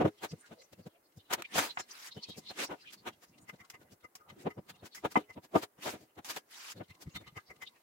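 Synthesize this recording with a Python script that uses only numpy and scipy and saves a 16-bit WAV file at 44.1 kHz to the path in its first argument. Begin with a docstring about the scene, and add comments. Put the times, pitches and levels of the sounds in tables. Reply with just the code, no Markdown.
"""Palms and dough land softly on a wooden kitchen table, close by, as the dough is patted flat.
Each pat is a burst of grainy noise: a thud and a knock in the wood, a slap on top, a hiss of flour.
A wooden pin rumbles to and fro, clacks against the hands and once knocks hard on the table.
Hands rub flour about, fingers swish over the dough, and nails, utensils and a paper bag tick.
Behind it all are the short reflections and the faint room tone of a quiet kitchen."""
import sys
import numpy as np
from scipy import signal
from scipy.fft import rfft, irfft, next_fast_len
from scipy.io import wavfile
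from scipy.ndimage import map_coordinates

SR = 44100
rng = np.random.default_rng(int(sys.argv[2]) if len(sys.argv) > 2 else 0)


def dump(signal):
    """Clip the signal to [-1, 1] and save it as 16-bit WAV at the path in sys.argv[1]."""
    limited = np.clip(np.atleast_2d(signal).T, -1, 1)
    pcm = np.round(limited * 32767).astype(np.int16)
    wavfile.write(sys.argv[1], SR, pcm)


N = 344862
TIME = np.arange(N) / SR
LEAD = SR // 14   # samples of a burst that come before its cue
BURST_TIME = np.arange(-LEAD, 2 * LEAD) / SR
CUTOFF_HZ = 15900

# resonances of the table top: pitch_hz, bandwidth_hz, relative_gain_db
TABLE_MODES = [(98, 39, 6), (183, 100, 6), (225, 67, 10.5), (306.4, 46, 14), (415, 8.9, 0.5),
               (497, 13, -12), (488, 26, -1.5), (740, 39, 5), (949, 89, 5.5), (1202, 190, 4.5),
               (1456, 47, -0.5), (1653, 12, -7.5)]
# resonances of the rolling pin: pitch_hz, bandwidth_hz, relative_gain_db
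PIN_MODES = [(1220, 52, 17.4), (2056, 67, 19.2), (2595, 38, 2.4), (2784, 54, 8), (3050, 31, 4.4),
             (3640, 22, 4.4), (4150, 510, 2.2)]
# spectrum of crushed flour: frequency_hz, relative_db
FLOUR_HISS = [(2500, -37), (4800, 13.5), (7000, 9.5), (9000, 2.5), (12000, 3.5), (15500, 1)]
# how busily the hands work the dough: time_s, relative_db
HANDLING = [(0.0, -70.5), (0.08, -66.5), (0.48, -63.5), (0.98, -81.5), (1.28, -72.5), (1.52, -63.5),
            (2.02, -66.5), (2.5, -58.5), (3.22, -72), (3.66, -71.5), (4.03, -83.5), (4.81, -76),
            (5.05, -62.5), (5.64, -92.5), (6.07, -77), (6.34, -89), (6.49, -72), (7.82, -69)]


def pats():
    """Hands and dough land on the table, from a soft dough thud (hardness 0) to a bare palm slap (1)."""
    # landings: centre_s, half_length_s, knock_db, hardness, hiss_db
    landings = [(0.015, 0.0096, -24, 0.43, -57.5), (0.057, 0.0047, -19, 0.3, -56),
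                (0.08, 0.0056, -33, 0.34, -58), (0.244, 0.0082, -38, 0.73, -43),
                (0.334, 0.0055, -45.5, .02, -67), (0.525, 0.0072, -48.5, .42, -70),
                (0.733, 0.0041, -54, 0.49, -57.5), (0.8, 0.0085, -52.5, 0.19, -67),
                (0.87, 0.0053, -45, 0.25, -60.5), (1.178, 0.0061, -57.5, .08, -63),
                (1.314, 0.0043, -37.5, 0.81, -44.5), (1.337, 0.0059, -32.5, 0.89, -32.5),
                (1.396, 0.011, -46, 0.62, -59.5), (1.566, 0.0026, -51, 0.21, -42),
                (1.589, 0.0057, -30.5, 0.98, -29.5), (1.638, .019, -42, 0.87, -39),
                (1.8, 0.0058, -42.5, 0.84, -52.5), (2.175, .0064, -44.5, 0.27, -61),
                (2.297, 0.0057, -47.5, 0.35, -53), (2.384, 0.0068, -47, 0.34, -48),
                (2.512, 0.0061, -46.5, 0.68, -53.5), (2.721, 0.011, -39, 0.58, -61),
                (2.937, .0068, -63, 1, -48.5), (3.079, 0.0074, -39, 0.77, -48),
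                (3.237, 0.008, -63, 0.75, -57.5), (3.542, 0.0052, -52.5, 0.28, -68),
                (3.821, .0079, -60.5, .5, -68), (3.928, 0.0082, -57.5, 0.31, -60.5),
                (4.325, 0.0085, -56.5, 0.21, -80), (4.472, 0.0059, -29, 0.39, -66),
                (4.586, 0.0061, -42, 0.26, -96), (4.701, 0.0061, -55.5, 0.94, -49.5),
                (4.838, 0.0065, -49, 0.38, -69), (4.863, 0.0071, -55.5, 0.77, -51),
                (5.056, 0.0055, -28.5, .62, -49), (5.121, 0.0061, -58, 0.86, -49.5),
                (5.195, 0.013, -49.5, 0.51, -60.5), (5.378, 0.0062, -43, 0.38, -88),
                (5.446, 0.0075, -58.5, 0.62, -58), (5.562, 0.0057, -18.5, 0.52, -47),
                (5.579, 0.014, -43, 0.55, -48.5), (5.634, 0.0065, -42, 0.77, -42.5),
                (5.792, .007, -59, 0.47, -82), (5.877, 0.01, -36, 0.63, -50), (5.946, 0.01, -44, 0.42, -60),
                (6.02, 0.016, -58, 0.33, -64.5), (6.188, 0.0059, -46, 0.52, -61.5),
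                (6.305, 0.0076, -44.5, 0.94, -37), (6.371, 0.0047, -41.5, 0.78, -43),
                (6.777, 0.0098, -49.5, 0.24, -64), (6.813, 0.0058, -40, 0.41, -75),
                (7.024, 0.0068, -57.5, 0.73, -50.5), (7.217, 0.0078, -54.5, 0.4, -66)]
    return contacts(blows(landings, soft_knock_hz=303, floury_slap_hz=3020), soft_swell, TABLE_MODES,
                    knock_ring_db=-7.5, slap_ring_db=1.5, thud_hz=139, grain_db=6.5,
                    knock_spread=0.64, slap_spread=0.8)


def blows(rows, soft_knock_hz, floury_slap_hz):
    """Voice each blow: hardness trades thud for slap and raises the knock; flour brightens the slap."""
    ordinary_pat_db, trade_db, slow_press_s = -45, 28.5, 0.007
    for s, width, knock_db, hardness, hiss_db in rows:
        cushioned_db = knock_db - 0.2 * (knock_db - ordinary_pat_db)   # thud and slap grow more slowly
        slowness = np.log2(max(width / slow_press_s, 1))
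        thud_db = cushioned_db + 9 - trade_db * hardness - 6.5 * slowness
        slap_db = cushioned_db - 21.5 + trade_db * hardness
        knock_hz = soft_knock_hz * 2 ** (1.255 * hardness)
        flour_db = np.clip(hiss_db - slap_db, -22, 0)   # bare skin at the bottom of the range
        slap_hz = floury_slap_hz * 2 ** (flour_db / 26)
        yield s, width, thud_db, knock_db, knock_hz, slap_db, slap_hz, hiss_db


def contacts(rows, shape, slap_modes, knock_ring_db, slap_ring_db, thud_hz, grain_db,
             knock_spread, slap_spread):
    """Each contact shakes the table low down, slaps the surface and crushes a little flour."""
    out = np.zeros((2, N))
    pan_db = 1.33   # left minus right
    knock_ratio, slap_ratio = 1 + knock_spread, 1 + slap_spread
    for s, width, thud_db, knock_db, knock_hz, slap_db, slap_hz, hiss_db in rows:
        grains, envelope = friction(len(BURST_TIME), grain_db), shape(width)
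        thud = band(grains, thud_hz / 1.72, thud_hz * 1.51) * envelope
        knock = band(grains, knock_hz / knock_ratio, knock_hz * knock_ratio, order=3) * envelope
        slap = band(grains, slap_hz / slap_ratio, slap_hz * slap_ratio, order=3) * envelope
        layers = [(resound(thud, TABLE_MODES), thud_db),
                  (resound(knock, TABLE_MODES, knock_ring_db), knock_db),
                  (resound(slap, struck_at_random(slap_modes, uneven_db=8), slap_ring_db), slap_db),
                  (coloured(grains, FLOUR_HISS) * envelope, hiss_db)]
        burst = sum(at_level(layer, width, db) for layer, db in layers)
        add(out, burst * from_db([[pan_db / 2], [-pan_db / 2]]), s)
    return out


def soft_swell(half_length_s):
    """A soft, rounded swell that rises and fades evenly."""
    return (1 + (BURST_TIME / (3.25 * half_length_s)) ** 2) ** -3.0


def hard_strike(half_length_s):
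    """A hard contact starts at once and dies away."""
    attack_s, decay_s = 0.0013, 2.65 * max(half_length_s, 0.0005)
    age = np.maximum(BURST_TIME, 0)
    return (1 - np.exp(-age / attack_s)) * np.exp(-age / decay_s)


def resound(force, modes, ring_db=0):
    """The force itself plus the ringing it wakes in each mode."""
    out = force.copy()
    for hz, bandwidth_hz, db in modes:
        radius = np.exp(-np.pi * bandwidth_hz / SR)
        poles = [1, -2 * radius * np.cos(2 * np.pi * hz / SR), radius ** 2]
        ringing = (1 - radius ** 2) / 2 * signal.lfilter([1, 0, -1], poles, force + 1e-18)
        out += from_db(db + ring_db) * ringing
    return out


def struck_at_random(modes, uneven_db):
    """Each spot on the wood wakes the modes in other proportions."""
    return np.array(modes) + np.outer(rng.standard_normal(len(modes)), [0, 0, uneven_db])


def rolling():
    """Pin and dough rumble through the board while palms scuff it and sticky dough rustles."""
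    # spectrum of the rumble: frequency_hz, relative_db
    rumble_spectrum = [(25, -6.5), (70, -1), (130, 6), (230, 3), (400, -15.5)]
    # spectrum of the scuffing palms: frequency_hz, relative_db
    scuff_spectrum = [(200, -10.5), (350, -2), (700, 3.5), (1100, 1.5), (2000, -22)]
    # spectrum of the sticky dough: frequency_hz, relative_db
    rustle_spectrum = [(500, -1.5), (1300, -5), (2500, 3), (5000, 2.5), (9000, -2.5), (15500, -21)]
    grains = patchy(friction(N, grain_db=7), patch_db=9, per_s=21)
    rumble = resound(coloured(grains, rumble_spectrum), TABLE_MODES)
    scuff = resound(coloured(grains, scuff_spectrum), TABLE_MODES, ring_db=-3)
    crushed_flour = patchy(friction(N, grain_db=4), patch_db=1.5, per_s=34)
    ringing_pin = resound(crushed_flour, PIN_MODES, ring_db=-8)
    rustle = coloured(ringing_pin, rustle_spectrum) * peeling(per_s=14, size_db=7.5)
    return sum(rms_one(voice) * gain for voice, gain in zip((rumble, scuff, rustle), rolling_gains()))


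def rolling_gains():
    """Handling stirs rumble, scuff and rustle; the first two swell and fade with each pass of the pin."""
    # pushes and pulls of the pin: start_s, end_s, relative_rumble_db, relative_scuff_db
    passes = [(2.831, 3.24, -62, -67.5), (3.253, 3.66, -61, -68.5), (3.675, 4.0, -71, -69.5),
              (4.212, 4.56, -66, -58), (4.557, 4.9, -65, -69.5), (5.004, 5.32, -69, -64.5),
              (6.849, 7.38, -70, -67), (7.397, 7.8, -73, -66.5)]
    busy = from_db(np.interp(TIME, *np.transpose(HANDLING)))
    rumble, scuff, rustle = busy * from_db(-14), busy * from_db(-10.5), busy * from_db(0.5)
    for start, end, rumble_db, scuff_db in passes:
        speed = np.sin(np.pi * np.clip((TIME - start) / (end - start), 0, 1))
        drive = np.abs(speed) ** 1.26
        rumble = np.hypot(rumble, drive * from_db(rumble_db))
        scuff = np.hypot(scuff, drive * from_db(scuff_db))
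    return rumble, scuff, rustle


def peeling(per_s, size_db):
    """Dough comes unstuck in brief, uneven spurts, each lifting a gain that rests at 1."""
    spurts = (rng.random(N) < per_s / SR) * from_db(size_db) * rng.exponential(1, N)
    return 1 + signal.fftconvolve(spurts, soft_swell(0.0031), "same")


def pin_clacks():
    """The pin meets palms and dough; a brighter clack has more hiss and less knock."""
    # touches on the pin: centre_s, clack_db, clack_hz, table_thud_db
    touches = [(3.496, -45.5, 2260, -65), (3.609, -52.5, 2220, -62), (3.748, -50, 1720, -64),
               (4.048, -48.5, 1320, -62.5), (4.212, -59, 1300, -76), (4.302, -51, 2200, -68),
               (4.511, -48.5, 1330, -66), (4.753, -63.5, 2400, -77), (4.979, -49.5, 2220, -74),
               (5.305, -48, 1370, -63), (6.907, -54, 2780, -52.5), (7.076, -63.5, 2480, -40),
               (7.163, -39, 2900, -45.5), (7.279, -51, 2070, -56), (7.33, -92, 2400, -60),
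               (7.375, -41, 1600, -47.5), (7.51, -48.5, 1500, -60.5), (7.628, -42.5, 2440, -65.5)]
    half_length_s, knock_hz, ordinary_clack_hz = 0.0057, 780, 1960
    rows = []
    for s, clack_db, clack_hz, thud_db in touches:
        tilt_db = 7.5 * np.log2(clack_hz / ordinary_clack_hz)
        knock_db, hiss_db = clack_db - 7.5 - tilt_db, clack_db - 13 + tilt_db
        rows.append((s, half_length_s, thud_db, knock_db, knock_hz, clack_db, clack_hz, hiss_db))
    return contacts(rows, soft_swell, PIN_MODES, knock_ring_db=-3, slap_ring_db=1.5,
                    thud_hz=98, grain_db=5.5, knock_spread=0.85, slap_spread=0.58)


def pin_knock():
    """The pin's end hits the table and chatters, setting the wood ringing."""
    # bounces: start_s, half_length_s, knock_db, hardness, hiss_db
    bounces = [(5.1555, 0.0029, -21, 0.76, -57.5), (5.161, 0.0033, -21.5, 0.72, -53.5),
               (5.167, 0.0031, -27, 0.15, -51.5), (5.173, 0.0016, -27, 0.56, -48)]
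    return contacts(blows(bounces, soft_knock_hz=443, floury_slap_hz=3050), hard_strike, PIN_MODES,
                    knock_ring_db=19, slap_ring_db=-7, thud_hz=190, grain_db=7,
                    knock_spread=0.22, slap_spread=0.56)


def ticks():
    """Nails, utensils and the paper flour bag make small, hard, dry ticks."""
    # taps: start_s, half_length_s, knock_db, hardness, hiss_db
    taps = [(1.334, 0.0014, -31, 0.8, -25), (1.421, 0.00078, -40, .98, -38), (1.555, 0.01, -36, 0.42, -47),
            (1.579, 0.0022, -28, 0.5, -29.5), (1.772, 0.002, -34, 0.98, -68), (3.4945, 0.0018, -48, 1, -59),
            (3.699, 0.0033, -58, 0.95, -45.5), (4.152, 0.0033, -56.5, 0.77, -46),
            (4.947, .0069, -61, 1, -46), (5.857, 0.002, -38, 0.57, -52), (6.245, 0.013, -55.5, 0.83, -47),
            (6.362, 0.0027, -42.5, 0.78, -43)]
    return contacts(blows(taps, soft_knock_hz=450, floury_slap_hz=2900), hard_strike, TABLE_MODES,
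                    knock_ring_db=-21, slap_ring_db=-3, thud_hz=133, grain_db=-5.5,
                    knock_spread=0.32, slap_spread=0.62)


def palm_strokes():
    """A palm lands, speeds up and lifts, dragging flour that rasps, hisses and sets the board humming."""
    # strokes: start_s, lift_s, fade_db_per_s, board_db, rasp_db, hiss_db
    strokes = [(1.557, 1.594, 260, -40.5, -32.5, -42.5), (1.897, 2.087, 950, -82, -50.5, -56),
               (2.592, 2.647, 1100, -43.5, -36, -48.5), (4.4, 4.433, 600, -72, -61, -66.5),
               (5.832, 5.906, 350, -54.5, -43.5, -50.5), (6.268, 6.384, 900, -61.5, -51.5, -57),
               (6.518, 6.725, 1406, -79, -48.5, -53.5)]
    # spectrum of the rubbed board: frequency_hz, relative_db
    board_spectrum = [(100, -14), (220, 8.5), (350, 11), (750, 11.5), (1100, -24), (1800, -84)]
    # spectrum of rasping flour: frequency_hz, relative_db
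    rasp_spectrum = [(600, -12), (1200, -1), (2200, -1), (3800, -5.5), (5000, -13), (8000, -14)]
    attack_db_per_s, swell_db_per_s = 556, 39
    grains = patchy(friction(N, grain_db=5.5), patch_db=3.5, per_s=66)
    board = rms_one(resound(coloured(grains, board_spectrum), TABLE_MODES))
    voices = board, coloured(grains, rasp_spectrum), coloured(grains, FLOUR_HISS)
    out = np.zeros((2, N))
    for start, lift, fade_db_per_s, *levels in strokes:
        during = (TIME > start - .5) & (TIME < lift + .5)
        t = TIME[during]
        effort = from_db(-attack_db_per_s * np.maximum(start - t, 0)
                         - swell_db_per_s * np.maximum(lift - t, 0)
                         - fade_db_per_s * np.maximum(t - lift, 0))
        rub = sum(from_db(db) * voice[:, during] for voice, db in zip(voices, levels))
        out[:, during] += effort * rub
    return out


def swishes(spread=0.212):
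    """Skin sliding over flour hisses in a narrow band, with two squeaky peaks placed anew each time; one brief
    light clack of the pin is voiced the same way."""
    # drags of skin over the board, the last (7.676 s) a light clack of the pin voiced the same way: centre_s,
    # half_length_s, pitch_hz, level_db
    drags = [(0.453, .014, 1654, -60.5), (0.591, 0.021, 547, -60.5), (0.965, .012, 590, -67.5),
             (1.453, 0.0045, 2570, -42), (1.709, 0.007, 3700, -41.5), (1.801, 0.007, 6200, -41.5),
             (1.917, 0.0044, 5300, -45), (2.124, 0.0049, 3920, -47), (2.24, 0.0052, 4530, -40),
             (2.309, 0.015, 3850, -48), (2.478, 0.0066, 3390, -49.5), (2.498, 0.0062, 4250, -42.5),
             (2.883, 0.011, 2910, -50), (7.676, 0.0047, 3460, -46)]
    out, band_ratio = np.zeros((2, N)), 1 + spread
    for s, width, hz, db in [*drags, *finger_brushes()]:
        squeaks = [(hz * band_ratio ** offset, hz * 0.01, 12) for offset in rng.uniform(-0.99, 1, 2)]
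        hiss = band(friction(len(BURST_TIME), grain_db=7.5), hz / band_ratio, hz * band_ratio)
        swish = resound(hiss, squeaks) * soft_swell(width)
        add(out, at_level(swish, width, db), s)
    return out


def finger_brushes(count=160, per_s=12, half_length_s=0.0091, centre_hz=3406, spread_octaves=0.65):
    """Fingers brush the dough faintly at random moments and pitches, louder when the hands are busy."""
    times = np.cumsum(rng.uniform(0, 2, count)) / per_s
    for s, (pitch, size) in zip(times, rng.standard_normal((count, 2))):
        if s < TIME[-1]:
            hz = min(centre_hz * 2 ** (spread_octaves * pitch), CUTOFF_HZ / 2)
            busy_db = np.interp(s, *np.transpose(HANDLING))
            yield s, half_length_s, hz, busy_db + 4.5 + 3.5 * size


def friction(size, grain_db):
    """Countless micro-contacts of uneven size; both ears share the bass but not the treble."""
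    mid, side, scatter = rng.standard_normal((3, size))
    grain_sizes = from_db(grain_db * np.clip(scatter, -2, 2))
    side = signal.sosfilt(signal.butter(2, 584, "high", fs=SR, output="sos"), side * grain_sizes)
    return np.array([mid * grain_sizes + side, mid * grain_sizes - side])


def patchy(x, patch_db, per_s, band_count=22, size=512):
    """The noise flickers: each band drifts to a new level `per_s` times a second; rms 1."""
    hz, s, frames = signal.stft(x, SR, nperseg=size)
    bands = np.interp(np.log(hz + 1), np.log([150, 14000]), [0, band_count - 1])
    grid = np.meshgrid(bands, s * per_s, indexing="ij")
    wander = map_coordinates(rng.standard_normal((band_count, size)), grid, order=1, mode="mirror")
    _, uneven = signal.istft(frames * from_db(patch_db * wander), SR)
    return rms_one(uneven[:, :N])


def kitchen_reflections(x, t60_s=0.031, predelay_s=0.006):
    """A short, dull tail of reflections, different in each ear."""
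    t = TIME[:SR // 2]
    tail = band(rng.standard_normal((2, len(t))), 200, 4000, order=1)
    tail *= from_db(-60 * t / t60_s) * (t > predelay_s)
    return signal.fftconvolve(x, tail / np.sqrt(np.sum(tail ** 2) / 2), axes=1)[:, :N]


def room_tone(level_db=-71.5):
    """A faint, steady bed of noise, fullest in the low mids."""
    # spectrum of the quiet kitchen: frequency_hz, relative_db
    room_spectrum = [(15, -37), (25, -12), (175, -7), (335, 3.5), (1650, -9), (2050, -11), (3340, -23.5),
                     (12500, -14), (16000, -13.5)]
    return from_db(level_db) * coloured(friction(N, grain_db=-6), room_spectrum)


def from_db(db):
    """Decibels to gain."""
    return 10 ** (np.asarray(db) / 20)


def rms_one(x):
    """Scale to unit rms."""
    return x / np.sqrt(np.mean(x ** 2) + 1e-20)


def band(x, low_hz, high_hz, order=2):
    """Butterworth band-pass."""
    edges_hz = [low_hz, min(high_hz, .45 * SR)]
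    return signal.sosfilt(signal.butter(order, edges_hz, "band", fs=SR, output="sos"), x)


def coloured(x, spectrum):
    """Give noise a spectrum that rolls off beyond its end points; rms 1."""
    hz, db = np.transpose(spectrum)
    size = next_fast_len(x.shape[-1])
    bin_hz = np.maximum(np.arange(size // 2 + 1) * SR / size, 1)
    skirts = np.minimum(bin_hz / hz[0], 1) ** 2 * np.minimum(hz[-1] / bin_hz, 1) ** 2
    gain = skirts * from_db(np.interp(np.log(bin_hz), np.log(hz), db))
    return rms_one(irfft(rfft(x, size) * gain, size)[:, :x.shape[-1]])


def at_level(burst, half_length_s, db):
    """Scale a stereo burst to an rms level over its length."""
    energy_per_ear = np.sum(burst ** 2) / 2 + 1e-20
    return from_db(db) * burst * np.sqrt(2 * half_length_s * SR / energy_per_ear)


def add(out, burst, cue_s):
    """Mix a burst in at its cue."""
    start = round(cue_s * SR) - LEAD
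    first, last = max(start, 0), min(start + burst.shape[1], N)
    out[:, first:last] += burst[:, first - start:last - start]


def scene():
    """All the work on the table, in a quiet kitchen."""
    hits = pats() + pin_clacks() + pin_knock() + ticks()
    rubbing = swishes() + palm_strokes() + from_db(-3) * rolling()
    work = hits + rubbing
    return work + room_tone() + from_db(-24) * kitchen_reflections(work)


def record(dry):
    """A steep low-pass takes off the very top."""
    return signal.sosfilt(signal.ellip(12, .1, 80, CUTOFF_HZ, fs=SR, output="sos"), dry)


dry = scene()
out = record(dry)
dump(out)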